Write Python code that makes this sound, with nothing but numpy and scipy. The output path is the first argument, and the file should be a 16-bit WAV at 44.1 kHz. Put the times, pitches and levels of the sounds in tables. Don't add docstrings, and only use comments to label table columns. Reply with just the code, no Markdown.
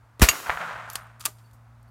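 import sys
import numpy as np
from scipy import signal
from scipy.io import wavfile
from scipy.ndimage import uniform_filter1d

SR = 44100
rng = np.random.default_rng(int(sys.argv[2]) if len(sys.argv) > 2 else 0)


def generate_wav(sig):
    pcm = np.round(np.clip(np.atleast_2d(sig).T, -1, 1) * 32767).astype(np.int16)
    wavfile.write(sys.argv[1], SR, pcm)


def to_linear_factor(level_db):
    exponent = np.asarray(level_db, float) / 20
    return 10 ** exponent


N = 83790


def evened(x):
    return x / np.sqrt(np.mean(x ** 2) + 1e-20)


def read(points, hz):
    f, value = np.transpose(points)
    return np.interp(np.log(hz + 1), np.log(f + 1), value)


def add(mix, s, sound):
    part = mix[round(s * SR):][:len(sound)]
    part += sound[:len(part)]


def colour(x, points, tilt_db=0):
    hz = abs(np.fft.fftfreq(8192, 1 / SR))
    tilt = tilt_db * np.log2(np.clip(hz, 300, None) / 4000)
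    log_gain = np.log(to_linear_factor(read(points, hz) + tilt))
    phase = -signal.hilbert(log_gain).imag
    taps = np.fft.ifft(np.exp(log_gain + 1j * phase)).real[:4096]
    return signal.oaconvolve(x, taps / np.linalg.norm(taps))[:len(x)]


def ring(modes, t, phases):
    x = 0
    for (hz, db, t60), phase in zip(modes, phases):
        x = x + to_linear_factor(db - 60 * t / t60) * np.sin(2 * np.pi * hz * t + phase)
    return x / np.sqrt(sum(to_linear_factor(2 * db) for _, db, _ in modes))


# (time [s], level [dB], length [s])
SHOCK_FRONTS = [
    (.2188, -6, .00005),
    (.2195, -2, .00008),
    (.2227, -3, .00008),
    (.2260, -12, .0001),
]
# (frequency [Hz], level [dB per Hz])
GAS_SPECTRUM = [(150, -18.5), (350, 0), (800, -2.5), (1450, 1.5), (3300, -6), (12800, -10), (15700, -11.5),
                (16500, -40.5)]
GAS_START_S, GAS_RISE_S, GAS_HOLD_S, GAS_T60 = .2165, 0.006, 0.013, 0.11
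GAS_DB = -11


def blast():
    out, t = np.zeros(N), np.arange(SR // 4) / SR
    front_t = t[:400]
    for s, db, length in SHOCK_FRONTS:
        add(out, s, -to_linear_factor(db) * (1 - front_t / length) * np.exp(-front_t / length))
    rise = np.minimum(.3 + t / GAS_RISE_S, 1)
    decay = to_linear_factor(GAS_DB - 60 * np.maximum(t - GAS_HOLD_S, 0) / GAS_T60)
    add(out, GAS_START_S, rise * decay * colour(rng.standard_normal(len(t)), GAS_SPECTRUM))
    return out


# (time [s], level [dB], first half swing [s], strongest after [s], sign and weight [1])
PRESSURE_SWINGS = [
    (0.21, -17.5, .0068, .005, 1),
    (0.22, -3, 0.0016, 0.0022, -0.81),
    (.2232, -1.5, 0.006, 0.0063, -0.85),
    (0.2032, -33, 0.018, 0.0065, -1.45),
    (.1962, -28.5, .001, 0.0011, 0.98),
    (.2185, -15, .0004, .0015, 1),
    (.2865, -35, .002, .002, 1),
    (.291, -33, .005, .006, -1),
    (.491, -34, .0057, .006, 1),
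    (.553, -47, .006, .007, 1),
]
SLOWING = .79


def thumps():
    out, t = np.zeros(N), np.arange(SR // 8) / SR
    for s, db, half, top, sign in PRESSURE_SWINGS:
        swell = t / top * np.exp(1 - t / top)
        add(out, s, sign * to_linear_factor(db) * swell * np.sin(np.pi * (t / half) ** SLOWING))
    return out


# (frequency [Hz], level [dB], decay t60 [s])
PLATE_MODES = [(1900, 2, .014), (2250, 1, .016), (2560, -2, .018), (2772, -3, .075), (4635, -3, .045),
               (6078, -12, .045), (6616, 0, .05), (6880, -2, .06), (8300, -11, .03), (9044, -14, .08),
               (9518, -10, .044), (11460, -13, .09), (12510, -13, .13), (13040, -18, .085),
               (14510, -27, .2)]
# (frequency [Hz], level [dB per Hz])
SPLAT_SPECTRUM = [(240, -63.5), (400, -13), (1500, -8.5), (3300, -10.5), (5460, -12.5), (6800, -5),
                  (10500, -18.5), (12900, -12.5), (16500, -38)]
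# (frequency [Hz], level [dB per Hz])
RETURN_SPECTRUM = [(600, -25), (1500, -6), (2770, 0), (4600, -12), (7000, -18), (16000, -22)]
PLATE_S, RETURN_DELAY_S, SPLAT_T60 = .2872, .024, 0.05
PLATE_DB, SPLAT_DB, RETURN_DB = -3, -10.5, -22


def plate():
    out, t = np.zeros(N), np.arange(SR // 2) / SR
    hit = to_linear_factor(PLATE_DB) * ring(PLATE_MODES, t, rng.uniform(0, 2 * np.pi, len(PLATE_MODES)))
    hit += to_linear_factor(SPLAT_DB - 60 * t / SPLAT_T60) * colour(rng.standard_normal(len(t)), SPLAT_SPECTRUM)
    add(out, PLATE_S, hit * np.minimum(t / 0.00046, 1))
    copy = to_linear_factor(RETURN_DB) * colour(hit, RETURN_SPECTRUM)
    add(out, PLATE_S + RETURN_DELAY_S, copy * np.minimum(t / .002, 1))
    return out


CLICK_S = [.1958, .199, .2078, .211, .888, .9005, .931, .9333, .953, .9553, 1.197, 1.2005, 1.2048, 1.2085,
           1.2128, 1.2215, 1.226, 1.239, 1.2445, 1.25, 1.2542, 1.2585, 1.2645, 1.275, 1.285, 1.069, 1.5115,
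           1.532, 1.829, 1.385]
# (level [dB], brightness [dB per octave], decay t60 [s])
CLICKS = [(-22.5, 1.5, 0.0047), (-19, -3, 0.0046), (-26, -5.5, 0.025), (-29, 3, 0.0089), (-48, 1, .015),
          (-22, 0, .009), (-35, 0, .008), (-29, 5, .007), (-42, 4, .01), (-12.5, -2, .02), (-38, 6, .009),
          (-44, 2, .01), (-32, 0, .012), (-27, 0, .016), (-30, -1, .016), (-38, 5, .01), (-36, -2, .012),
          (-37, -5, .03), (-42, -3, .015), (-25, 1, .014), (-6, 2, .011), (-8.5, 2.5, .018),
          (-19, -3.5, 0.025), (-36.5, -5.5, 0.057), (-40.5, -15, 0.1), (-54, 4, 0.018), (-51, -2, 0.022),
          (-52.5, 6, 0.12), (-54, 6, 0.021), (-51.5, -4.5, 0.11)]
# (frequency [Hz], level [dB], decay t60 [s])
STEEL_MODES = [(960, -16, .04), (1180, -5, .05), (2600, -12, .03), (4517, -10, .04), (6185, -12, .04),
               (7095, -7, .03), (8600, -9, .025), (10030, -9, .03), (11260, -11, .03), (13800, -13, .025)]
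# (frequency [Hz], level [dB per Hz])
SNAP_SPECTRUM = [(200, -50), (400, -34), (800, -23), (1250, -10), (2570, -9), (7000, -7), (13900, -11),
                 (16700, -25)]
TICK_DB, STEEL_DB, RATTLE_DB, RATTLE_T60 = 4, -0.5, -22, 0.15


def action():
    out, t = np.zeros(N), np.arange(6000) / SR
    noise = rng.standard_normal((len(CLICKS), 6000))
    phases = rng.uniform(0, 2 * np.pi, (len(CLICKS), len(STEEL_MODES)))
    for s, (db, tilt_db, t60), v, p in zip(CLICK_S, CLICKS, noise, phases):
        modes = [(hz, d + tilt_db * np.log2(hz / 4000), r) for hz, d, r in STEEL_MODES]
        fade = to_linear_factor(-60 * t / t60) + to_linear_factor(RATTLE_DB - 60 * t / RATTLE_T60)
        snap = v * fade * np.minimum(t * SR / 10, 1)
        snap[20] += to_linear_factor(TICK_DB)
        steel = to_linear_factor(STEEL_DB - 30 * t / t60) * ring(modes, t, p)
        add(out, s, 0.35 * to_linear_factor(db) * (colour(snap, SNAP_SPECTRUM, tilt_db) + steel))
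    return out


# (time [s], length [s], level [dB])
SLIDES = [
    (0.889, 0.11, -56),
    (1.196, 0.052, -59),
]


def slides():
    out = np.zeros(N)
    for s, length, db in SLIDES:
        t = np.arange(0, length, 1 / SR)
        v = rng.standard_normal((2, 6000))[:, :len(t)]
        grit = to_linear_factor(2.7 * evened(uniform_filter1d(v[0], 60))) * v[1]
        stroke = np.sin(np.pi * t / length) ** 0.3
        add(out, s, to_linear_factor(db) * stroke * colour(grit, SNAP_SPECTRUM, 0.84))
    return out


# (time [s], frequency [Hz],
# level [dB], decay t60 [s])
PINGS = [(.857, 9975, -68, .07), (.9025, 11983, -46, .035), (.911, 12618, -50, .1),
         (.9342, 15300, -28, .013), (.9008, 14000, -29, .008), (.9008, 11070, -29, .008),
         (.9333, 11500, -31, .006), (.9333, 10000, -35, .005), (.936, 7100, -42, .02),
         (.960, 12834, -52, .12), (.982, 12834, -59, .13), (1.006, 9518, -63, .2), (1.035, 12597, -67, .12),
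         (1.441, 4517, -69, .3), (1.441, 2772, -72, .1), (1.876, 4517, -73, .2), (1.876, 9545, -76, .2),
         (1.876, 12624, -75, .2)]
# (time [s], frequency [Hz], level [dB], decay t60 [s])
STOCK = [
    (.9555, 1180, -30, .035),
    (.9555, 1400, -35, .03),
    (1.2128, 1230, -41, .04),
    (1.2545, 1170, -23, .045),
    (1.257, 330, -49, .12),
    (1.275, 620, -50, .12),
    (1.257, 2600, -31, .03),
    (1.275, 1200, -42, .06),
]


def pings():
    out, t = np.zeros(N), np.arange(8000) / SR
    notes = PINGS + STOCK
    for (s, hz, db, t60), v in zip(notes, rng.standard_normal((len(notes), 8000))):
        waver_db = 4.0 * evened(uniform_filter1d(v, 120))
        envelope = to_linear_factor(db + waver_db - 60 * t / t60) * np.minimum(t * 1000, 1)
        add(out, s, envelope * np.sin(2 * np.pi * hz * t))
    return out


# (frequency [Hz], decay t60 [s])
YARD_DECAY = [(500, 0.9), (1500, 0.38), (4000, 1), (8000, 0.93), (15000, 0.96)]


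def yard(x):
    taps = np.zeros(SR)
    places = np.arange(200, SR - 20, 20)[:2190] + rng.integers(0, 20, 2190)
    taps[places] = rng.choice([-1., 1.], 2190)
    hz, t, z = signal.stft(taps, SR, nperseg=256)
    decay = to_linear_factor(-60 * t / read(YARD_DECAY, hz)[:, None])
    tail = signal.istft(z * decay, SR, nperseg=256)[1]
    return signal.fftconvolve(x, tail / np.linalg.norm(tail))[:N]


# (frequency [Hz], level [dB per Hz])
WOODS_SPECTRUM = [(88, -41), (150, -10.5), (341, -27.5), (689, -5.5), (777, -9), (891, -5.5), (1370, -2.5),
                  (4940, -31.5), (9000, -36), (11700, -52), (19800, -120)]
# (time [s], level [dB])
ROLL = [(.22, -39.5), (.35, -36), (.42, -47), (.49, -32), (.52, -31), (.56, -37), (.63, -33.5), (.8, -40),
        (1.0, -47), (1.3, -71.5)]
TRUNKS_PER_S, TRUNK_SPREAD_DB = 2000, 0.5
ECHO_S = [.354, .401, .462, .4958, .5016, .513, .573, .608, .613, .685, .709, .757, .485, .626, .644, .729,
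          .80, .845, .523, .541, .468]
# (level [dB], spread t60 [s], brightness [dB per octave])
ECHOES = [(-25, .04, 1), (-30, .016, .5), (-27, .06, -1), (-11.5, .013, -3), (-15, .02, 2), (-22, .06, 1),
          (-20, .025, -.5), (-24, .03, -2), (-21, .045, .5), (-27, .025, 0), (-24, .05, .5), (-28, .09, -3),
          (-31, .03, 0), (-25, .07, -4), (-27, .05, -1), (-28, .04, 0), (-32, .05, -1), (-33, .05, -2),
          (-25, .04, -1), (-30, .04, 0), (-28, .03, 0)]
# (frequency [Hz], level [dB per Hz])
ECHO_SPECTRUM = [(150, -38), (400, -19), (750, -3), (1500, 0), (2300, -7), (4000, -26), (9000, -46),
                 (16000, -70)]
ECHO_TAIL_DB = -7
FLAT_T60 = .018


def woods():
    t = np.arange(N) / SR
    present = rng.random(N) < TRUNKS_PER_S / SR
    trunks = to_linear_factor(TRUNK_SPREAD_DB * np.minimum(rng.exponential(1, N), 5)) * present
    level = to_linear_factor(np.interp(t, *np.transpose(ROLL), right=-99)) * (t > ROLL[0][0])
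    out = colour(evened(trunks * rng.choice([-1., 1.], N)) * level, WOODS_SPECTRUM)
    u = t[:4000]
    for s, (db, t60, tilt_db), v in zip(ECHO_S, ECHOES, rng.standard_normal((len(ECHOES), 4000))):
        echo = to_linear_factor(ECHO_TAIL_DB - 60 * u / t60) * v
        echo[30] += 6 * min(FLAT_T60 / t60, 1)
        add(out, s, to_linear_factor(db) * colour(echo, ECHO_SPECTRUM, tilt_db))
    return out


# (frequency [Hz], level [dB per Hz])
RUMBLE_SPECTRUM = [(40, -25), (90, -9.5), (200, -2), (330, 2.5), (550, -19), (1200, -37)]
RUMBLE_DB, RUMBLE_T60 = -43, .7


def rumble():
    t = np.arange(N) / SR - GAS_START_S
    decay = (t > 0) * to_linear_factor(RUMBLE_DB - 60 * t / RUMBLE_T60)
    return decay * colour(rng.standard_normal(N), RUMBLE_SPECTRUM)


# (frequency [Hz], level [dB], width [Hz])
HUM = [(59.3, -69, 9.8), (114.9, -53.5, 2), (230, -71, 9.8)]
# (frequency [Hz], level [dB per Hz])
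AIR_SPECTRUM = [(30, -21), (60, 4.5), (95, -4), (420, -20.5), (650, -12.5), (1300, -12), (3000, -30.5),
                (16000, -41.5)]
AIR_DB = -59.5
DUCK_S, DUCK_END_S, DUCK_EASE_S = .2, .725, .03
DUCK_DB, EARLY_DB = -9.5, -5


def background():
    t = np.arange(N) / SR
    hum = np.zeros(N)
    for hz, db, width in HUM:
        drift = evened(uniform_filter1d(rng.standard_normal((2, N)), 4000))
        phase = 2 * np.pi * np.cumsum(hz + .5 * width * drift[0]) / SR
        hum += to_linear_factor(db + 3.5 + .15 * width * drift[1]) * np.sin(phase)
    onset = np.clip((t - DUCK_S) / .01, 0, 1)
    release = np.clip((DUCK_END_S - t) / DUCK_EASE_S + .5, 0, 1)
    duck = onset * release
    air = to_linear_factor(AIR_DB) * colour(rng.standard_normal(N + 4096), AIR_SPECTRUM)[4096:]
    return to_linear_factor(DUCK_DB * duck + EARLY_DB * (t < DUCK_S)) * hum + to_linear_factor(.5 * DUCK_DB * duck) * air


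YARD_SHOT_DB, YARD_PLATE_DB, YARD_CLICK_DB = -13.5, -22.5, -32


def scene():
    shot, hit, clicks = blast(), plate(), action() + slides()
    wet = yard(to_linear_factor(YARD_SHOT_DB) * shot + to_linear_factor(YARD_PLATE_DB) * hit + to_linear_factor(YARD_CLICK_DB) * clicks)
    near = shot + hit + clicks + wet + pings() + thumps()
    return (near + rumble() + woods() + background())[None]


def low_pass(x):
    return signal.sosfilt(signal.butter(12, 16820, fs=SR, output="sos"), x)


def record(dry):
    limited = np.tanh(1.18 * dry) / 1.155
    edge = signal.firwin(101, 16100, window=("kaiser", 5), fs=SR)[None]
    return low_pass(signal.oaconvolve(limited, edge, "same"))


dry = scene()
out = record(dry)
generate_wav(out)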